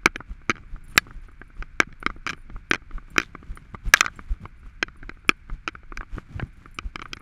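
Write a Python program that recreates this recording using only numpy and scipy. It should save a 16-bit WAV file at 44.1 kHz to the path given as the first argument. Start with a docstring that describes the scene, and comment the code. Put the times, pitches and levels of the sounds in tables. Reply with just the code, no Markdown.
"""A dog walks a hill trail with a small camera strapped to its back, in a low rumble and a soft hiss.
From the first moment fur and straps rub, and the plastic case knocks and rattles right at the microphone.
A metal tag tinkles, steps thump through the harness, and near 1 s a hard blow rings a steel buckle.
Near 4 s the hardest knock overloads the microphone and the case scrapes along its mount.
Just after 6 s quick tugs snap a strap taut, and the walk goes on with lighter knocks."""
import sys
import numpy as np
from scipy import signal
from scipy.fft import rfft, irfft, next_fast_len
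from scipy.io import wavfile
from scipy.ndimage import uniform_filter1d

SR = 44100
rng = np.random.default_rng(int(sys.argv[2]) if len(sys.argv) > 2 else 0)


def store_pcm(level_fs):
    """Save levels as 16-bit WAV."""
    pcm = np.round(np.clip(level_fs, -1, 1) * 32767).astype(np.int16)
    wavfile.write(sys.argv[1], SR, np.atleast_2d(pcm).T)


N = 317961

# knocks of the case in its mount: start_s, level_db, body_db (relative to level), cloth (0 bare, 1 padded)
CASE_KNOCKS = [(0.0584, -9, -5, 0.28), (0.159, -28.5, -3.5, 0.35), (0.2048, -32.5, -7.5, .95),
               (0.496, -17.5, -1.5, 0.31), (0.762, -43.5, -17, 1), (0.9584, -40.5, 5, 0.64),
               (0.9771, -8.5, -24, 0.09), (1.0683, -44.5, 1, 0.95), (1.1084, -42, -5, 1),
               (1.4154, -35.5, -8, 0.86), (1.6242, -31.5, -9.5, 0.51), (1.8016, -10, -8, 0.33),
               (1.926, -48.5, -10, 0.32), (2.0274, -31.5, -7, 0.72), (2.0633, -16.5, -6, 0.4),
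               (2.1011, -30, -14, .75), (2.164, -50.5, 10.5, 1), (2.2654, -24, -13, 0.36),
               (2.3321, -34.5, -1.5, 0.39), (2.4993, -44.5, -3, .6), (2.563, -39.5, -7.5, 1),
               (2.712, -15, -4, 0.27), (2.9103, -43, -1.5, 0.7), (2.9807, -36.5, -9, 0.95),
               (3.163, -25.5, -14, 0.68), (3.1811, -13, -5, 0.24), (3.3508, -32.5, -5, 0.75),
               (3.4286, -45.5, 3.5, .85), (3.573, -38, -8.5, 0.59), (3.7465, -30.5, -4.5, 0.8),
               (3.9377, -1, -27.5, 0.17), (4.008, -12, -20, 0.08), (4.0278, -27.5, -17.5, 1),
               (4.045, -25.5, -22.5, 0.8), (4.062, -21, -19, .4), (4.0804, -30, -22, 0.72),
               (4.1917, -35, -1.5, 0.8), (4.4543, -34, -6, 0.75), (4.8273, -17, -7.5, 0.28),
               (4.8828, -38.5, -12, 0.58), (5.0288, -38, -3, .74), (5.094, -32, -3.5, 0.41),
               (5.2922, -12, -4, 0.29), (5.3125, -38.5, -4, 0.57), (5.4975, -37.5, -4, 0.98),
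               (5.6768, -21.5, -9.5, 0.36), (5.7516, -33.5, -11.5, 0.74), (5.9216, -34, -3, 0.87),
               (5.9728, -31, -15.5, 0.25), (6.009, -30, -13.5, 0.84), (6.0309, -38, -9, 0.98),
               (6.183, -32.5, 0.5, 0.97), (6.3966, -27.5, -10, .7), (6.4243, -39, 9, 0.68),
               (6.6579, -39.5, -5, 0.77), (6.787, -26.5, -8.5, 0.27), (6.9575, -28.5, -7.5, 0.32),
               (6.994, -35, -7, 0.5), (7.0553, -33, -13.5, .73), (7.1322, -33, -5.5, 0),
               (7.1692, -41.5, -5.5, 0.34)]
# steps, each swaying the harness: centre_s, level_db, pitch_hz
DOG_STEPS = [(0.314, -24.5, 39), (.742, -25, 31.3), (1.174, -33, 34.5), (1.607, -22.5, 28.13),
             (2.098, -26.5, 25), (2.555, -25, 29.5), (2.956, -21, 27.83), (3.508, -23.5, 40.1),
             (3.879, -16, 34), (4.317, -14.5, 40.3), (4.67, -28, 30), (5.059, -34.5, 29.84),
             (5.529, -21, 30.2), (5.993, -25, 29.5), (6.144, -22.5, 35.4), (6.862, -22, 44.35)]


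def undb(db):
    """Decibels to gain."""
    return 10 ** (np.asarray(db) / 20)


def add(track, start_s, sound):
    """Mix a sound into the track at a time."""
    i = max(int(start_s * SR), 0)
    track[i:i + len(sound)] += sound[:max(N - i, 0)]


def wander(rate_hz):
    """Smooth random modulation: held values, slewed twice, with a spread near 1."""
    hold = max(int(SR / rate_hz), 1)
    held = np.repeat(rng.standard_normal(N // hold + 1), hold)
    return 1.5 * uniform_filter1d(uniform_filter1d(held, hold), hold)[:N]


def colour(source, eq):
    """Shape a source with an EQ curve of (frequency_hz, gain_db) points, at rms 1."""
    hz, db = np.transpose(eq)
    size = next_fast_len(N)
    bins_hz = np.maximum(np.fft.rfftfreq(size, 1 / SR), 1)
    curve_db = np.interp(np.log(bins_hz), np.log(hz), db, right=-np.inf)
    shaped = irfft(rfft(source, size) * undb(curve_db), size)[:N]
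    return shaped / np.std(shaped)


def swells(rubs):
    """Envelope of overlapping rubs (centre_s, level_db, half_length_s), each a smooth rise and fall."""
    power, t = np.zeros(N), np.arange(-SR // 5, SR // 5) / SR
    for centre_s, db, half_s in rubs:
        add(power, centre_s + t[0], undb(db) ** 2 * np.exp(-(t / half_s) ** 2))
    return np.sqrt(power)


def rings(modes, t, detune=0):
    """One decaying sine for each mode, as rows."""
    hz, db, t60 = np.transpose(modes)[:, :, None]
    hz = hz * (1 + detune * rng.standard_normal(hz.shape))
    return undb(db) * np.exp(-np.log(1000) * t / t60) * np.sin(2 * np.pi * hz * t)


def air(rumble_db=-44, gust_db=0.4, hiss_db=-63.5):
    """Moving air rumbles on the case; a steady hiss takes on its hollow colour."""
    # deep rumble of air on the case: frequency_hz, gain_db
    rumble_eq = [(10, -4.5), (25, 11.5), (45, -2), (70, -2), (120, -18.5), (300, -29.5), (600, -49.5),
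                 (1000, -70.5)]
    # hollow hiss: frequency_hz, gain_db
    hiss_eq = [(300, -27.5), (800, -8.5), (1100, 2), (1500, 12), (1850, 2.5), (2300, 9.5), (3000, -11.5),
               (4500, -12), (7000, -32), (8500, -25), (12000, -33.5), (15000, -47.5)]
    rumble = colour(rng.standard_normal(N), rumble_eq) * undb(rumble_db + gust_db * wander(rate_hz=3.7))
    return rumble + colour(rng.standard_normal(N), hiss_eq) * undb(hiss_db)


def harness_rub(strap_rest_db=-60.5, fur_rest_db=-71, fur_trim_db=-1, grip_db=1.84, grain_db=3):
    """Straps grip and slip in a dull scuffle; hairs brush the case in fine grains; neither quite stops."""
    # dull strap friction: frequency_hz, gain_db
    strap_eq = [(50, -21), (90, 5), (160, 0.5), (300, -10), (450, -23), (800, -26), (1500, -37)]
    # fur on plastic: frequency_hz, gain_db
    fur_eq = [(500, -6.5), (1200, 8), (2300, 3), (3000, 0.5), (3800, -4), (5000, -7.5), (7000, -9),
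              (8200, -14), (12000, -18.5), (15000, -33)]
    # the harness slides over the coat: centre_s, half_length_s, strap_db, fur_db (before the trim)
    slides = [(0.568, 0.076, -50, -70), (.96, 0.063, -47.5, -58.5), (1.1, .05, -52, -62.5),
              (1.244, 0.013, -60, -58), (2.316, 0.014, -34.5, -53), (3.2, 0.08, -49, -58.5),
              (3.54, 0.14, -52, -64), (3.748, 0.0064, -33, -55), (3.871, 0.014, -35.5, -49.5),
              (3.985, .028, -52.5, -43), (4.169, 0.068, -52, -59), (4.439, 0.02, -37.5, -57.5),
              (6.172, 0.034, -43.5, -53), (6.38, 0.061, -40, -55.5), (6.63, 0.059, -52, -63.5),
              (7.073, 0.083, -53.5, -65.5)]
    strap = colour(rng.standard_normal(N), strap_eq) * undb(grip_db * wander(rate_hz=90))
    fur = colour(rng.standard_normal(N) * undb(grain_db * wander(rate_hz=1500)), fur_eq)
    scuffles = [(start_s, -51.5, 0.014) for start_s, *_ in CASE_KNOCKS]  # each knock jerks the strap
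    brushes = []
    for centre_s, db, _ in DOG_STEPS:
        effort_db = 0.49 * (db + 27)  # a step heavier than the usual -27 dB rubs harder
        scuffles.append((centre_s, -49 + effort_db, 0.025))
        brushes.append((centre_s, -63.5 + effort_db, 0.03))
    for centre_s, half_s, scuffle_db, brush_db in slides:
        scuffles.append((centre_s, scuffle_db, half_s))
        brushes.append((centre_s, brush_db, half_s))
    strap_gain = np.hypot(swells(scuffles), undb(strap_rest_db))
    fur_gain = np.hypot(undb(fur_trim_db) * swells(brushes), undb(fur_rest_db))
    return strap * strap_gain + fur * fur_gain


def case_knock(level_db, body_db, cloth, chatter_s=0.00029, shudder_s=0.005, shudder_hz=2500,
               muffle_db=18, damping_per_s=220, scatter_db=2):
    """A sharp blow and a brief chatter ring the body, shell, lid and edges of the case."""
    # modes of the plastic case: pitch_hz, level_db, t60_s
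    case_modes = [(337, 10, 0.022), (560, -2, 0.0026), (896, -5.5, 0.0023), (1180, -3, 0.0099),
                  (1266.5, 0, 0.012), (1570.4, 1, 0.014), (1632, -4, 0.02), (1947, -7, 0.018),
                  (2110, 0, 0.011), (2365, 0.5, 0.013), (3163, -10, 0.015), (3700, -2.5, 0.018),
                  (4060, 1.5, 0.016), (4600, -1, 0.0094), (5143, 3.5, 0.012), (6025, 2.5, 0.0096),
                  (6960, -4, 0.0089), (9100, -9, 0.005), (11220, -13, .005), (13900, -13, 0.012),
                  (15500, -16.5, .004)]
    # borders of the body, shell, lid and edge bands: frequency_hz
    borders_hz = [0, 700, 1850, 3300, 20000]
    # centres of those four bands: frequency_hz
    centres_hz = [325, 1400, 2300, 6000]
    t, mode_hz = np.arange(SR // 20) / SR, np.array(case_modes)[:, 0]
    lid_db = 6.5 - 19 * cloth + 0.18 * body_db  # the lid rings along with the body
    edge_db = 0.5 - 37.5 * cloth
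    padding = np.clip((-6 - edge_db) / 24, 0, 1)  # 0 = bare plastic, 1 = cloth in between
    contact = 0.26 * rng.standard_normal(len(t)) * np.exp(-t / chatter_s)
    contact[0] += 1  # the blow itself
    # the mount settles with a faint, dull shudder
    shudder = signal.sosfilt(signal.butter(1, shudder_hz, fs=SR, output="sos"), rng.standard_normal(len(t)))
    contact += 0.013 * shudder * (1 + 2 * padding) * np.exp(-t / shudder_s)
    # cloth lengthens the push, which takes off the top, and its load lowers and damps the ring
    top_hz = 15000 * undb(-muffle_db * padding)
    contact = signal.sosfilt(signal.butter(2, top_hz, fs=SR, output="sos"), contact)
    modes = rings(case_modes, t * (1 - 0.053 * padding), detune=0.03)
    modes *= np.exp(-damping_per_s * padding * t)
    # the point of contact decides how much each part of the case takes up
    tilt_db = np.interp(np.log(mode_hz), np.log(centres_hz), [body_db + 4.5, 0, lid_db, edge_db + 12])
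    polarity = (-1) ** np.arange(len(mode_hz))  # neighbours start opposed, so the ring briefly swells
    gains = polarity * undb(tilt_db + scatter_db * rng.standard_normal(len(mode_hz)))
    out, part = 0, np.digitize(mode_hz, borders_hz) - 1
    for k, share_db in enumerate([body_db, 0, lid_db, edge_db]):
        ring = signal.fftconvolve((gains * (part == k)) @ modes, contact)[:len(t)]
        rms = np.sqrt(np.sum(ring ** 2) / (0.005 * SR))  # as if all its energy fell within 5 ms
        out = out + ring / rms * undb(level_db + share_db)
    return out


def case_rattle(slips=56, slip_db=-54, spread_db=3, cloth_per_bounce=0.033):
    """The case knocks and bounces to rest, sinking into the cloth, with tiny padded slips in between."""
    # runs of bounces: start_s, level_db, body_db (relative), cloth (0-1), bounces, gap_s, fade_db (each)
    bounce_runs = [(0.0701, -27.5, -0.5, 0.63, 2, 0.006, 8.5), (0.504, -20, -5.5, 0.31, 2, 0.0099, 11),
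                   (0.5548, -43, -6, 0.51, 3, 0.013, 1), (1.8142, -32, -7.5, 0.51, 3, 0.0087, 2.5),
                   (2.274, -27, -8.5, 0.23, 2, 0.0062, 12), (2.2926, -27, -18, 0.19, 3, 0.0066, 2),
                   (2.7347, -21.5, -5, 0.25, 3, 0.011, 5.5), (3.2, -25.5, -6.5, 0.25, 3, 0.016, 7.5),
                   (3.9449, -17.5, -25, 0.4, 2, 0.015, 13.5), (5.6862, -34.5, -1, 0.3, 2, 0.0064, 11.5),
                   (7.0174, -33, -8, 0.41, 2, 0.0061, 2)]
    out = np.zeros(N)
    for start_s, db, body_db, cloth in CASE_KNOCKS:
        add(out, start_s, case_knock(db, body_db, cloth))
    for start_s, db, body_db, cloth, bounces, gap_s, fade_db in bounce_runs:
        for k in range(bounces):
            bounce = case_knock(db - k * fade_db, body_db, cloth + k * cloth_per_bounce)
            add(out, start_s + k * gap_s, bounce)
    for start_s in rng.random(slips) * N / SR:
        add(out, start_s, case_knock(slip_db + spread_db * rng.standard_normal(), body_db=-1, cloth=0.85))
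    return out


def tag_clink(level_db, low_mode_db, scatter_db=3, tick_db=-14, tick_s=0.0013):
    """One touch of the metal tag: a tiny tick and a fresh mix of its modes."""
    # modes of the tag: pitch_hz, level_db, t60_s
    tag_modes = [(7600, -8, .06), (9315, -10, 0.11), (9490, -7.5, .08), (11050, -5, 0.043),
                 (13890, -14.5, .06)]
    t = np.arange(SR // 5) / SR
    gains = undb(scatter_db * rng.standard_normal(len(tag_modes)))
    gains[0] *= undb(low_mode_db)
    tick = undb(tick_db) * np.exp(-t / tick_s) * rng.standard_normal(len(t))
    return undb(level_db) * (gains @ rings(tag_modes, t) + tick)


def tag_tinkle(touches=6, jiggles=32, jiggle_db=-73, spread_db=3):
    """The tag clinks, shivers and jiggles faintly on its ring."""
    # clear clinks: start_s, level_db, low_mode_db (trim on the lowest mode)
    clinks = [(.161, -55.5, -20), (0.967, -42, 12), (2.002, -49.5, -24.5), (2.29, -58, -4),
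              (2.699, -49.5, -9), (3.103, -49, -4), (3.555, -46, -5), (3.887, -50, -6), (4.159, -56, 9),
              (4.969, -61.5, -12), (5.28, -47.5, -9.5), (6.745, -49.5, 1.5)]
    # spells of shivering: start_s, length_s, touch_db
    shivers = [(.82, 0.13, -53.5), (1.102, 0.4, -66.5), (2.332, 0.1, -65), (4.201, .5, -67),
               (6.416, 0.38, -65), (7.019, 0.31, -60.5)]
    out = np.zeros(N)
    for start_s, db, low_mode_db in clinks:
        add(out, start_s, tag_clink(db, low_mode_db))
    for start_s, length_s, db in shivers:
        for place in (np.arange(touches) + rng.random(touches)) / touches:
            add(out, start_s + place * length_s, tag_clink(db, low_mode_db=-6))
    for start_s in rng.random(jiggles) * N / SR:
        add(out, start_s, tag_clink(jiggle_db + spread_db * rng.standard_normal(), low_mode_db=-7))
    return out


def harness_thumps(width_cycles=0.35):
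    """Each step or tug pushes the air at the microphone and draws it back."""
    # quick tugs that snap a strap taut: centre_s, level_db, pitch_hz
    tugs = [(1.876, -31.5, 172), (6.171, -31, 239), (6.182, -22, 166), (6.364, -21.5, 90),
            (6.387, -31, 58.3), (6.429, -18.5, 130), (6.436, -19.5, 69.2)]
    out, t = np.zeros(N), np.arange(-SR // 10, SR // 10) / SR
    for centre_s, db, hz in DOG_STEPS + tugs:
        envelope = np.exp(-(hz * t / width_cycles) ** 2 / 2)
        add(out, centre_s + t[0], -undb(db) * np.sin(2 * np.pi * hz * t) * envelope)
    return out


def buckle_ring(low_cut_hz=900):
    """Hard blows ring a steel buckle, too small to give off any bass."""
    # modes of the buckle: pitch_hz, level_db, t60_s
    buckle_modes = [(2480, 32, 0.0076), (2970, -2, 0.027), (4450, -3, 0.05), (7290, -6.5, 0.033),
                    (9500, -14.5, 0.06)]
    # blows on the buckle: start_s, gain_db
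    blows = [(0.9776, -25), (3.9383, -34.5), (5.2925, -32)]
    out, t = np.zeros(N), np.arange(SR // 5) / SR
    low_cut = signal.butter(2, low_cut_hz, "high", fs=SR, output="sos")
    ring = signal.sosfilt(low_cut, rings(buckle_modes, t).sum(0))
    for start_s, db in blows:
        add(out, start_s, undb(db) * ring)
    return out


def mount_scrape(grain_db=6.5, catches_per_s=900):
    """Plastic catches and slips on plastic in a dense, bright rasp."""
    # the case scrapes along its mount: centre_s, level_db, half_length_s
    scrapes = [(2.3, -39, 0.0056), (3.225, -49, 0.019), (3.972, -24, .002), (3.984, -37.5, 0.0097),
               (4.016, -42.5, .005), (4.05, -30.5, 0.0033)]
    # bright plastic rasp: frequency_hz, gain_db
    rasp_eq = [(800, -17.5), (1500, -6), (2600, -10), (3600, 2), (4700, -9.5), (6300, -13.5), (9000, -24),
               (15000, -39)]
    catches = rng.standard_normal(N) * undb(grain_db * wander(catches_per_s))
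    return colour(catches, rasp_eq) * swells(scrapes)


def scene():
    """Everything as it reaches the one microphone; open ground gives no echo."""
    mix = case_rattle() + mount_scrape() + harness_thumps() + tag_tinkle() + buckle_ring()
    return (mix + harness_rub() + air())[None]


def record(dry, ceiling=0.93, top_hz=15900):
    """The camera clips the hardest knocks and cuts the top."""
    high_cut = signal.ellip(8, 0.1, 50, top_hz, fs=SR, output="sos")
    return signal.sosfiltfilt(high_cut, np.clip(dry, -ceiling, ceiling))


dry = scene()
out = record(dry)
store_pcm(out)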